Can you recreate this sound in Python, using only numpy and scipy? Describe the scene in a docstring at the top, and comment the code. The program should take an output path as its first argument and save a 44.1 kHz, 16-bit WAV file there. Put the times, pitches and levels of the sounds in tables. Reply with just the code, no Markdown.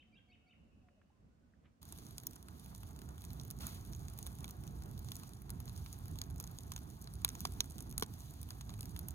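"""A songbird repeats an upslurred whistle on a bluff above a river at dusk, over a far rumble; other birds call
far off, twigs tick and leaves brush past. The voices are gliding sines, the rest is shaped noise.
Then at once a wood fire in a steel ring, close by: filtered noise roars, flutters and sizzles, short noise bursts
tick and pop, decaying sines ring and thud in the wood, and one pocket vents in a short jet that flares.
Left and right each hear the fire with their own colour."""
import sys
import numpy as np
from scipy import signal
from scipy.fft import rfft, irfft, next_fast_len
from scipy.io import wavfile
from scipy.ndimage import map_coordinates

SR = 44100
rng = np.random.default_rng(int(sys.argv[2]) if len(sys.argv) > 2 else 0)


def store_pcm(level_fs):
    """Save levels as 16-bit WAV."""
    pcm = np.round(np.clip(level_fs, -1, 1) * 32767).astype(np.int16)
    wavfile.write(sys.argv[1], SR, np.atleast_2d(pcm).T)


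N = 403074
TIME = np.arange(N) / SR  # s
FIRE_START = 1.815  # s

# Colour each side gives to the fire's cracks, steam and gas. Each row: frequency in Hz, left gain in dB, right
# gain in dB.
SIDE_COLOUR = [(306, -21.5, -11), (920, -2.5, -1.5), (2240, -4, -8.5), (2860, -8.5, -4), (3470, -3, 3.5),
               (4900, 0.5, -1.5), (5380, -5, -22), (5710, -5, 5.5), (6000, -6, -7), (6610, 1.5, 3.5),
               (7500, -13.5, -11), (9730, -4, -2.5), (14750, -3, -3), (16500, -19, -19.5)]


def amp(db):
    """Decibels to gain."""
    return 10 ** (np.asarray(db) / 20)


def unit(x):
    """x at rms 1."""
    return x / np.sqrt(np.mean(x ** 2) + 1e-20)


def along(points, hz, axis=1):
    """One column of (Hz, ..) points, read on a log frequency axis."""
    table = np.array(points, float)
    return np.interp(np.log(hz + 1), np.log(table[:, 0] + 1), table[:, axis])


def wobble(rate):
    """A smooth random curve through normally distributed knots, rate knots a second."""
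    knots = rng.standard_normal(int(N * rate / SR) + 4)
    return map_coordinates(knots, [TIME * rate])


def filtered(x, response):
    """x times a gain or complex response of frequency."""
    size = 2 * next_fast_len((N + SR) // 2)
    hz = np.fft.rfftfreq(size, 1 / SR)
    return irfft(rfft(x, size) * response(hz), size)[..., :N]


def causal(gain):
    """The minimum-phase response with this gain: it rings after a click, never before."""
    cepstrum = irfft(np.log(np.maximum(gain, 1e-6)))
    half = cepstrum.shape[-1] // 2
    cepstrum[..., 1:half] *= 2
    cepstrum[..., half + 1:] = 0
    return np.exp(rfft(cepstrum))


def draught(apart):
    """Stereo white noise: one part common to both sides, plus apart times a part of each side's own."""
    return rng.standard_normal(N) + apart * rng.standard_normal((2, N))


def woods(x, t60, wet_db):
    """Trees scatter a call into a decaying diffuse tail, different on each side."""
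    t = np.arange(SR) / SR
    tail = rng.standard_normal((2, SR)) * amp(-60 * t / t60)
    tail /= np.linalg.norm(tail[0])
    return amp(wet_db) * signal.fftconvolve(x[None], tail, axes=1)[:, :N]


def bursts(rows, octaves, snap_t60, tail_db, tail_t60, ring=5.1, sharpness=14, apart=1.0, size=1024):
    """Stereo noise bursts (s, dB over 5 ms, centre Hz): a sharp snap, then scatter that differs left and right."""
    s, db, centre = np.transpose(rows)
    lead_in = size // 16  # samples
    t = (np.arange(size) - lead_in) / SR
    age = np.maximum(t, 0)
    common = rng.standard_normal((len(s), size))
    own = rng.standard_normal((2, len(s), size))
    snap = common * amp(-60 * age / snap_t60)
    scatter = (common + apart * own) * amp(tail_db - 60 * age / tail_t60)
    hz = np.fft.rfftfreq(size, 1 / SR) + 1
    band = np.exp(-.5 * (np.log2(hz / centre[:, None]) / octaves) ** 2)
    # every splinter rings briefly at a pitch of its own near the centre of its burst
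    pitch = centre[:, None] * 2 ** (0.22 * rng.standard_normal((len(s), 1)))
    detune = hz / pitch
    splinter = 1 + ring / (1 + 1j * sharpness * (detune - 1 / detune))
    burst = irfft(rfft((t >= 0) * (snap + scatter)) * band * splinter)
    energy = np.sum(burst ** 2, axis=2).mean(axis=0)
    burst *= (amp(db) / np.sqrt(energy / (.005 * SR)))[:, None]
    where = np.round(s * SR).astype(int)[:, None] - lead_in + np.arange(size)
    return np.array([np.bincount(where.ravel(), side.ravel(), N)[:N] for side in burst])


def valley():
    """Far rumble and air: two noises turned into mid and side, most alike left and right in the bass."""
    # Spectrum of the air. Each row: frequency in Hz, relative level in dB.
    air_colour = [(15, -42), (25, -14), (71, 2), (142, -7.5), (219, -2), (394, -18), (515, -16.5),
                  (952, -26.5), (1030, -24.5), (3540, -37.5), (6720, -39.5), (15000, -53)]
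    # Each row: frequency in Hz, left-right correlation (1 is identical, 0 unrelated).
    likeness = [(60, 0.75), (240, 0.72), (950, -0.26), (3770, 0.014), (15000, 0.012)]

    def mid_side(hz):
        turn = np.arccos(np.clip(along(likeness, hz), -1, 1)) / 2
        return amp(along(air_colour, hz)) * [np.cos(turn), np.sin(turn)]

    mid, side = filtered(rng.standard_normal((2, N)), mid_side)
    air = unit(np.array([mid + side, mid - side]))
    rumble = filtered(air, lambda hz: 1 / (1 + (hz / 700) ** 2))
    # only the low part swells and sinks
    return (air - rumble + rumble * amp(3.0 * wobble(11.3))) * amp(-68)


def far_birds():
    """Far honks and whistles, blurred by the distance to one soft tone each; most sag in pitch."""
    # Each row: start in seconds, length in seconds, mid pitch in Hz, level in dB ahead of wobble and mix,
    # fall over the call as a share of the pitch (negative rises).
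    call_rows = [(.06, 0.092, 728, -78, .05), (0.152, 0.056, 1620, -75.5, 0.037),
                 (.25, .12, 723, -75, 0.075), (.431, .11, 733, -77, 0.11), (0.407, 0.16, 1410, -83, 0.091),
                 (0.804, .11, 738, -72.5, .14), (0.883, 0.082, 560, -75, .1), (0.959, .05, 618, -74, 0.146),
                 (1.1, .1, 1038, -86, 0), (1.285, 0.079, 1460, -84, -.1), (1.407, 0.093, 1490, -83, 0.016)]
    calls = np.zeros(N)
    for s, length, hz, db, fall in call_rows:
        u = np.clip((TIME - s) / length, 0, 1)
        pitch = hz * (1 + fall * (.5 - u) + .012 * wobble(150))
        tone = np.sin(2 * np.pi * np.cumsum(pitch) / SR)
        calls += amp(db + 2.7 * wobble(120)) * np.sin(np.pi * u) * tone
    return amp(-3.5) * calls + woods(calls, t60=0.67, wet_db=-4.5)


def twigs():
    """Short dry clicks and a hollow knock in the brush: banded noise bursts, a little to the right."""
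    # Each row: start in seconds, level in dB over 5 ms ahead of the pan, centre in Hz, width in octaves.
    twig_rows = [(.886, -70.5, 1500, 0.61), (1.016, -71.5, 1540, 0.47), (1.102, -72, 810, 0.13),
                 (1.537, -74, 1630, 0.25), (1.657, -73, 1700, 0.43)]
    s, db, hz, width = np.transpose(twig_rows)
    clicks = bursts(np.c_[s, db, hz], octaves=width[:, None], snap_t60=.014, tail_db=-14, tail_t60=.04, ring=0)
    return clicks * amp([[-1.3], [1.3]])


def rustle(rise_s, fall_s, low_hz, high_hz):
    """A soft brush of dry leaves: banded noise swells and fades, 20 dB per rise_s and per fall_s."""
    peak_s, peak_db = 1.657, -72.5

    def leaf_band(hz):
        return hz / (hz ** 2 + low_hz ** 2) ** .75 / np.sqrt(1 + (hz / high_hz) ** 14)

    leaves = unit(filtered(draught(apart=.7), leaf_band))
    age = TIME - peak_s
    return leaves * amp(peak_db - 20 * np.maximum(-age / rise_s, age / fall_s))


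def branches(song, near_db, reach_s, count=12):
    """Nearby trunks send back weak copies that blur every sweep."""
    delays = .004 + reach_s * rng.random((count, 2))  # s
    copies = [sum(np.interp(TIME - d, TIME, song, left=0) for d in side) for side in delays.T]
    return amp(near_db) * np.array(copies) / np.sqrt(count)


def hillside(song, delay_s, echo_db, centre_hz, width_hz):
    """The middle of the whistles carries furthest and returns late as a faint, blurred trail."""
    late = np.interp(TIME - delay_s, TIME, song, left=0)
    blurred = woods(late, t60=1.2, wet_db=0)
    middle = filtered(blurred, lambda hz: np.exp(-.5 * ((hz - centre_hz) / width_hz) ** 2))
    return amp(echo_db + 1.1 * wobble(40)) * middle


def songbird():
    """Each whistle starts low with an octave, steps up, climbs unevenly under a second voice, and flicks down."""
    # Each row: start in seconds, level in dB, foot of the climb in Hz, top of the climb in Hz,
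    # octave level in dB, closing flick in seconds, level change over the flick in dB.
    whistle_rows = [(-.039, -64, 2210, 3250, -10, .008, -5), (0.125, -65, 2300, 3400, -9, .007, -2),
                    (.287, -66.5, 2173, 3180, -2, .008, 3), (.463, -68.5, 2220, 3100, -6, 0.013, 1)]
    # The shape they share. Each row: age in seconds, share of the climb, level in dB, octave change in dB,
    # second voice in Hz, second voice level in dB.
    whistle_shape = [(0, 0.076, -12, -12, 3700, -60), (.018, 0, -7.5, 0, 3700, -50),
                     (.025, 0.14, -9, 1, 3720, -19), (.031, 0.42, -5, -22, 3850, -16),
                     (.041, 0.43, -1, -23, 3680, -14), (.048, .83, 0, -25, 3630, -12),
                     (.058, 0.8, -8.5, -25, 3560, -22), (0.063, 0.98, -3, -25, 3500, -35)]
    flick_hz = 1740  # the flick falls by the top pitch less this
    song = np.zeros(N)
    age, *columns = np.transpose(whistle_shape)

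    def phase_of(hz):
        return 2 * np.pi * np.cumsum(hz * (1 + .014 * wobble(420))) / SR

    for s, db, low_hz, top_hz, octave_db, flick_s, flick_db in whistle_rows:
        climb, level, octave, upper_hz, upper = [np.interp(TIME - s, age, c) for c in columns]
        flick = np.clip((TIME - s - age[-1]) / flick_s, 0, 1)
        phase = phase_of(low_hz + climb * (top_hz - low_hz) + flick * (flick_hz - top_hz))
        main_voice = amp(level) * (np.sin(phase) + amp(octave_db + octave) * np.sin(2 * phase))
        second_voice = amp(upper) * np.sin(phase_of(upper_hz))
        gate = (TIME > s) * (1 - flick ** 10) * amp(flick_db * np.sqrt(flick))
        song += gate * amp(db + 2.2 * wobble(260)) * (main_voice + second_voice)
    # foliage swallows the octave in the scattered sound
    dulled = filtered(song, lambda hz: 1 / np.sqrt(1 + (hz / 3600) ** 10))
    near = branches(dulled, near_db=-11, reach_s=.04)
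    trail = hillside(song, delay_s=.39, echo_db=-3, centre_hz=2720, width_hz=180)
    return song + near + woods(dulled, t60=0.64, wet_db=0.5) + trail


def ports(x, colour):
    """A sound from the fire ring as it arrives left and right: two colours and a phase lead that varies with pitch."""
    # The path from the fire. Each row: frequency in Hz, phase in radians by which the left leads.
    lead_curve = [(0, 0), (260, -0.1), (600, 1.8), (1890, 2.4), (2580, 0.9), (3960, 4.2), (5510, 2.9),
                  (6290, 6.2), (8440, 6.5), (8870, 6.7), (9730, 0.2), (12100, -0.2), (14700, -6.0),
                  (16400, -6.2)]

    def response(hz):
        db = np.array([along(colour, hz, axis=1), along(colour, hz, axis=2)])
        shared = db.mean(axis=0)
        lead = np.interp(hz, *np.transpose(lead_curve))
        return causal(amp(shared)) * amp(db - shared) * np.exp(.5j * np.array([lead, -lead]))
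    return filtered(x, response)


def flames(roar_db, flutter_db, rush_db, low_hz, high_hz):
    """Burning gas: big eddies roar, smaller tongues flutter, and a soft rush lies above them."""
    # Colour of the flames. Each row: frequency in Hz, left gain in dB, right gain in dB.
    flame_colour = [(22.5, -26, -34), (35.5, -13, -18), (52.7, -4.5, -2), (76.5, -3.5, -1),
                    (149, -10.5, -4.5), (276, -22, -11.5), (438, -31, -20), (543, -35, -28),
                    (674, -22.5, -21.5), (1330, -29.5, -28.5), (1800, -33, -36.5), (2080, -38, -51.5),
                    (4120, -52.5, -67), (8200, -100, -100)]

    def under(hz, edge):
        return 1 / np.sqrt(1 + (hz / edge) ** 8)

    def over(hz, edge):
        return np.sqrt(1 - under(hz, edge) ** 2)

    def eddies(band, apart):
        return ports(filtered(draught(apart), band), flame_colour)

    flicker = wobble(22)  # shared by flutter and rush
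    low = eddies(lambda hz: under(hz, low_hz), apart=0.2)
    middle = eddies(lambda hz: over(hz, low_hz) * under(hz, high_hz), apart=0.19)
    high = eddies(lambda hz: over(hz, high_hz), apart=0.52)
    roar = unit(low * amp(1.1 * wobble(17)))
    flutter = unit(middle * amp(1.15 * flicker))
    rush = unit(high * amp(1.1 * flicker + 1.4 * wobble(50)))
    return roar * amp(roar_db) + flutter * amp(flutter_db) + rush * amp(rush_db)


def sizzle(sizzle_db):
    """Steam sputters out of the end grain: bright noise with fast random level jumps."""
    steam = filtered(draught(apart=0.8), lambda hz: hz / np.hypot(hz, 1800))
    sputter = amp(1.1 * wobble(45) + 1.5 * wobble(500))
    return unit(ports(steam, SIDE_COLOUR) * sputter) * amp(sizzle_db)


def ticks(least_db, spread_db, most_db, follow_s, count=1700):
    """Countless small splinters, in runs of four: most are tiny, some stand out, and they grow with the steam."""
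    when, delay, size, pitch = rng.random((count, 4)).T
    run = np.arange(count) // 4
    s = FIRE_START + when[run] * (TIME[-1] - FIRE_START) - follow_s * np.log(delay)
    db = np.interp(s, TIME, least_db) + np.minimum(-spread_db * np.log(size), most_db)
    centre = 11000 * 2 ** (1.5 * (pitch - .5))  # Hz
    snaps = bursts(np.c_[s, db, centre], octaves=1.13, snap_t60=.002, tail_db=-14, tail_t60=0.015,
                   ring=1.2, sharpness=6, size=512)
    return ports(snaps, SIDE_COLOUR)


def jet():
    """Trapped gas finds a way out: a broad, rough hiss that loses its pressure."""
    # Each row: time in seconds, level in dB.
    jet_curve = [(3.585, -95), (3.607, -50), (3.63, -53.5), (3.69, -55), (3.77, -59.5), (3.83, -72),
                 (3.9, -70)]
    gas = filtered(draught(apart=0.45), lambda hz: hz / np.hypot(hz, 500) * np.hypot(1, 2200 / (hz + 100)))
    hiss = unit(ports(gas, SIDE_COLOUR) * amp(1.3 * wobble(300)))
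    return hiss * amp(np.interp(TIME, *np.transpose(jet_curve), left=-120, right=-120))


def flare(swell_s, centre_hz, octaves):
    """The vented gas ignites with a short, coarse whoosh: banded noise under a bell-shaped swell."""
    peak_s, peak_db = 3.658, -56.5

    def band(hz):
        return np.exp(-.5 * (np.log2((hz + 1) / centre_hz) / octaves) ** 2)

    gas = filtered(draught(apart=.4), band)
    swell = np.exp(-.5 * ((TIME - peak_s) / swell_s) ** 2)
    return unit(ports(gas, SIDE_COLOUR) * amp(2.7 * wobble(110))) * amp(peak_db) * swell


def small_pockets(crack_db, knock_db, centre_hz, spread_db, knock_spread_db, octaves, count=80):
    """Small pockets burst all through the fire, one at a chance moment in each equal slot: rows for pops()."""
    when, size, pitch, depth = rng.random((count, 4)).T
    s = FIRE_START + (np.arange(count) + when) / count * (TIME[-1] - FIRE_START)
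    return np.c_[s, crack_db + spread_db * (2 * size - 1), centre_hz * 2 ** (octaves * (pitch - .5)),
                 knock_db + knock_spread_db * (2 * depth - 1)]


def wood_ring(size=2048):
    """The wood rings where it splits: each mode is a sine that dies within some tens of milliseconds at most."""
    # Each row: start in seconds, pitch in Hz, level in dB over 5 ms ahead of the side colour, t60 in seconds.
    mode_rows = [(2.27, 14940, -35, 0.0045), (3.3986, 4170, -58, 0.013), (3.9497, 6600, -52.5, 0.0061),
                 (4.2658, 3720, -49, 0.0056), (4.4437, 1400, -57, 0.014), (4.4437, 2330, -50, 0.014),
                 (4.4437, 3400, -48.5, .01), (5.1188, 3600, -48.5, 0.0064), (5.1188, 4230, -55, 0.0057),
                 (5.2346, 4020, -60, .008), (6.216, 4900, -42, 0.0056), (6.216, 6500, -47, 0.0049),
                 (6.719, 6200, -51, .008), (6.763, 6840, -48, 0.0072), (7.074, 4150, -54.5, .01),
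                 (7.2477, 1100, -43, 0.0097), (7.2477, 2630, -39.5, 0.0025), (7.2477, 3720, -35.5, 0.0052),
                 (7.2477, 10200, -29.5, 0.0071), (7.2477, 13300, -27, 0.004), (7.4523, 393, -37, 0.033),
                 (7.4523, 780, -37.5, 0.019), (7.4523, 1100, -37, 0.011), (7.4523, 2870, -40, .012),
                 (7.4523, 3500, -47, 0.01), (7.4523, 4700, -38, 0.0095), (7.6058, 980, -49, 0.013),
                 (7.6058, 2580, -40.5, .008), (7.6058, 4060, -31, .005), (7.6058, 6230, -36.5, 0.0067),
                 (8.0245, 430, -28, 0.032), (8.0245, 1100, -35, .011), (8.0245, 1450, -45, 0.017),
                 (8.0245, 2230, -46, 0.015), (8.0245, 3100, -40.5, .009), (8.0245, 5600, -44, 0.0071)]
    out, t = np.zeros(N + size), np.arange(size) / SR
    for s, hz, db, t60 in mode_rows:
        ring = np.sin(2 * np.pi * hz * t) * amp(-60 * t / t60)
        out[round(s * SR):][:size] += amp(db) * ring / np.sqrt(np.sum(ring ** 2) / (.005 * SR))
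    return out[:N]


def thuds():
    """Gas bursts deep in a log: one low push whose pitch sinks as the cavity opens."""
    # Each row: start in seconds, level in dB ahead of the side colour, starting pitch in Hz.
    thud_rows = [(7.453, -26, 230), (8.0267, -20, 240)]
    die_cycles, sink_cycles = 10.5, 3.6  # counted at the starting pitch: to -60 dB, and to half the pitch
    out = np.zeros(N)
    for s, db, hz in thud_rows:
        cycles = np.maximum(TIME - s, 0) * hz
        sinking = sink_cycles * np.log1p(cycles / sink_cycles)
        out += amp(db - 60 * cycles / die_cycles) * np.sin(2 * np.pi * sinking)
    return out


def pops():
    """Each pocket of sap splits the wood with a bright crack and knocks the log around it."""
    # The louder pockets. Each row: start in seconds, crack level in dB over 5 ms, crack centre in Hz, # log
    # knock level in dB over 5 ms; levels are ahead of the side colour.
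    pop_rows = [(1.8294, -50, 12400.0, -57), (1.8894, -53, 10700.0, -71), (1.9244, -43, 10700, -52.5),
                (1.9867, -50, 7200.0, -61), (2.182, -39, 7400, -53.5), (2.2348, -49.5, 10100.0, -58),
                (2.2689, -30.5, 14700, -53.5), (2.3106, -52, 11400.0, -67), (2.3333, -51.0, 11900.0, -64.0),
                (2.3585, -51, 10800.0, -71), (2.7491, -48, 8100, -56), (2.7604, -54, 11000.0, -94),
                (2.9622, -54, 8640, -68), (3.0178, -52, 10000.0, -53.5), (3.2082, -54, 12100.0, -71),
                (3.2196, -49, 10200.0, -74), (3.2506, -46.5, 9900.0, -77.0), (3.3321, -48.5, 11900.0, -74),
                (3.3387, -61, 12500.0, -76), (3.3984, -48.5, 6750, -77), (3.4127, -51.5, 8600.0, -64),
                (3.4508, -50, 13600.0, -61), (3.5039, -41.5, 9500, -59), (3.5106, -39, 11900, -56),
                (3.6687, -36, 11500, -56), (3.9333, -51, 5230, -57), (3.9497, -54, 6400, -63),
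                (3.9937, -55, 12100.0, -72), (4.0835, -48, 8400, -57), (4.177, -52, 9700.0, -67),
                (4.1886, -40.5, 12600, -54), (4.2283, -43, 9600, -69), (4.2658, -42, 11100, -50),
                (4.272, -44.5, 11300, -54), (4.4066, -50.5, 10600, -68), (4.4437, -46, 7000, -49),
                (4.4554, -53, 12500.0, -65.0), (4.4797, -50, 7600.0, -54), (4.4897, -53, 10500.0, -65),
                (4.4961, -58, 9800.0, -55), (4.5087, -42, 12400, -63), (4.6768, -51, 6200, -73),
                (4.8587, -56, 9100.0, -62), (4.9129, -54, 12600, -65.0), (4.9927, -45.5, 13800, -80),
                (5.0868, -52, 7260, -54), (5.1186, -41, 7900, -50), (5.1557, -44, 8500, -63),
                (5.1665, -45.0, 11200.0, -62), (5.2346, -49.5, 7400, -53), (5.5039, -37.5, 12600, -52),
                (5.6028, -46, 11300, -55), (5.6795, -51, 4740, -60), (5.777, -48.5, 9300, -69),
                (5.8615, -59, 5470.0, -48.5), (5.9286, -44.5, 8500, -65), (6.082, -49.5, 11900.0, -67),
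                (6.1135, -54, 11700.0, -74), (6.1877, -43, 6370, -69), (6.216, -38, 7900, -46),
                (6.3014, -55, 9400.0, -57), (6.308, -55, 11000.0, -69), (6.3818, -53, 9800.0, -82),
                (6.4008, -37.5, 10500, -50.5), (6.4097, -48, 11500.0, -59), (6.4406, -45.5, 8700, -54.5),
                (6.4687, -54, 11000.0, -64.0), (6.4748, -48, 8400.0, -69), (6.5868, -43.5, 8300, -62),
                (6.6073, -54, 9000.0, -64.0), (6.719, -38.5, 9800, -43), (6.763, -43, 7400, -46),
                (6.7786, -51, 5800.0, -54), (7.0147, -52, 12000.0, -79), (7.0235, -49.5, 11900.0, -86),
                (7.074, -55.5, 4800.0, -53), (7.1383, -47.5, 11500, -66), (7.2475, -22, 12500, -35),
                (7.2797, -46, 8700.0, -51), (7.29, -37.0, 9200, -47), (7.3026, -52, 6600.0, -58),
                (7.3522, -46.5, 8500, -48), (7.4057, -36.5, 12000, -52), (7.4153, -52, 9500.0, -65.0),
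                (7.4518, -42, 7000, -41), (7.4533, -37.5, 6400, -38.5), (7.4715, -48, 9700, -55),
                (7.5221, -50, 10100, -58), (7.6058, -29.5, 6850, -40), (7.6429, -50, 12000.0, -56),
                (7.7007, -51, 11000.0, -67), (7.7082, -48, 9100.0, -70), (7.7826, -45, 10700.0, -59),
                (7.8059, -42.5, 10500.0, -56), (7.8243, -49, 11700.0, -68), (7.9025, -54, 11100.0, -75),
                (7.9122, -46.5, 11500, -61), (7.9258, -51.5, 10500.0, -59), (7.9799, -28.5, 11400.0, -43.5),
                (7.9977, -39, 10900, -52), (8.0104, -45, 10400.0, -63), (8.0243, -36.5, 7600, -34),
                (8.0259, -41, 8600, -42), (8.0335, -41.5, 4970, -50), (8.1383, -50, 11500, -65.0),
                (8.4151, -46, 13100.0, -65.0), (8.4303, -45, 8800, -61), (8.506, -47, 8000, -46),
                (8.61, -51, 9700, -48), (8.694, -54, 5300.0, -50), (8.7037, -53.5, 8800.0, -57),
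                (8.8086, -40, 7600, -63), (8.8221, -52, 14900.0, -69), (8.8302, -47, 10100.0, -55),
                (8.8562, -46.5, 10600, -56), (8.9633, -47, 10900.0, -46.5), (8.9919, -39.5, 10200, -53.5),
                (9.085, -37.5, 11100, -56), (9.1079, -44, 14200.0, -65.0)]
    small = small_pockets(crack_db=-53.0, knock_db=-66.5, centre_hz=9700, spread_db=0.0,
                          knock_spread_db=15, octaves=0.86)
    s, crack_db, crack_hz, knock_db = np.vstack([pop_rows, small]).T
    knock_hz = np.full(len(s), 1150.)
    crack = bursts(np.c_[s, crack_db, crack_hz], octaves=1.1, snap_t60=0.0022, tail_db=-17.5, tail_t60=0.02,
                   ring=1.4)
    knock = bursts(np.c_[s, knock_db, knock_hz], octaves=1.72, snap_t60=0.011, tail_db=-18.5, tail_t60=0.075,
                   ring=1.25, sharpness=3.4)
    return ports(crack + knock + wood_ring() + thuds(), SIDE_COLOUR)


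def fire():
    """The blaze drives the flames, the low ones most; the steam drives sizzle and ticks."""
    # Strength of the blaze. Each row: time in seconds, level in dB.
    blaze_curve = [(1.82, -59.5), (1.95, -53), (2.37, -58), (2.9, -49.5), (3.35, -49), (3.88, -47),
                   (4.65, -48.5), (4.9, -47), (5.33, -50.5), (5.65, -46.5), (5.95, -50.5), (6.25, -46.0),
                   (7.02, -51.5), (7.25, -47.5), (8.0, -46.5), (8.22, -52.5), (8.7, -48.5), (9.14, -45)]
    # Steam leaving the logs. Each row: time in seconds, level in dB ahead of its wobble.
    steam_curve = [(1.85, -68.5), (2.0, -66), (2.12, -68), (2.45, -72.5), (2.63, -67), (2.75, -71),
                   (3.1, -71.5), (3.55, -70), (3.9, -69), (4.35, -68), (4.48, -70.5), (4.6, -69),
                   (5.0, -71.5), (5.2, -67), (5.4, -72.5), (5.7, -68.5), (6.2, -70), (6.65, -69.5),
                   (7.15, -71), (7.32, -68), (7.9, -69.5), (8.6, -70.5), (8.85, -68.5), (9.1, -69.5)]
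    blaze_db = np.interp(TIME, *np.transpose(blaze_curve))
    steam_db = np.interp(TIME, *np.transpose(steam_curve)) + 1.8 * wobble(5.5)
    mean_db = blaze_db.mean()
    surge_db = blaze_db - mean_db
    # flutter and rush gain only part of each dB that the blaze gains
    flutter_db = mean_db - 8 + 0.42 * surge_db + 1.15 * wobble(10.5)
    rush_db = mean_db - 15 + 0.31 * surge_db
    bed = flames(blaze_db + 0.04, flutter_db, rush_db, low_hz=170.5, high_hz=518)
    bed = bed + sizzle(steam_db + 1.5)
    bed = bed + jet() + flare(swell_s=.025, centre_hz=1240, octaves=0.29)
    return bed + ticks(steam_db - 2.5, spread_db=3.5, most_db=11.5, follow_s=0.0073) + pops()


def scene():
    """The quiet view gives way at once to the fireside."""
    fireside = np.clip((TIME - FIRE_START) / 0.0043 + .5, 0, 1)
    view = valley() * amp([[-.9], [.9]]) + songbird() + twigs() + far_birds()
    view = view + rustle(rise_s=.028, fall_s=0.047, low_hz=900, high_hz=3270)
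    return (1 - fireside) * view + fireside * fire()


def record(dry):
    """The top of the band closes: full gain to 16 kHz, half at 16.4 kHz, none above 16.8 kHz."""
    return filtered(dry, lambda hz: np.clip((16400 - hz) / 800 + .5, 0, 1))


dry = scene()
out = record(dry)
store_pcm(out)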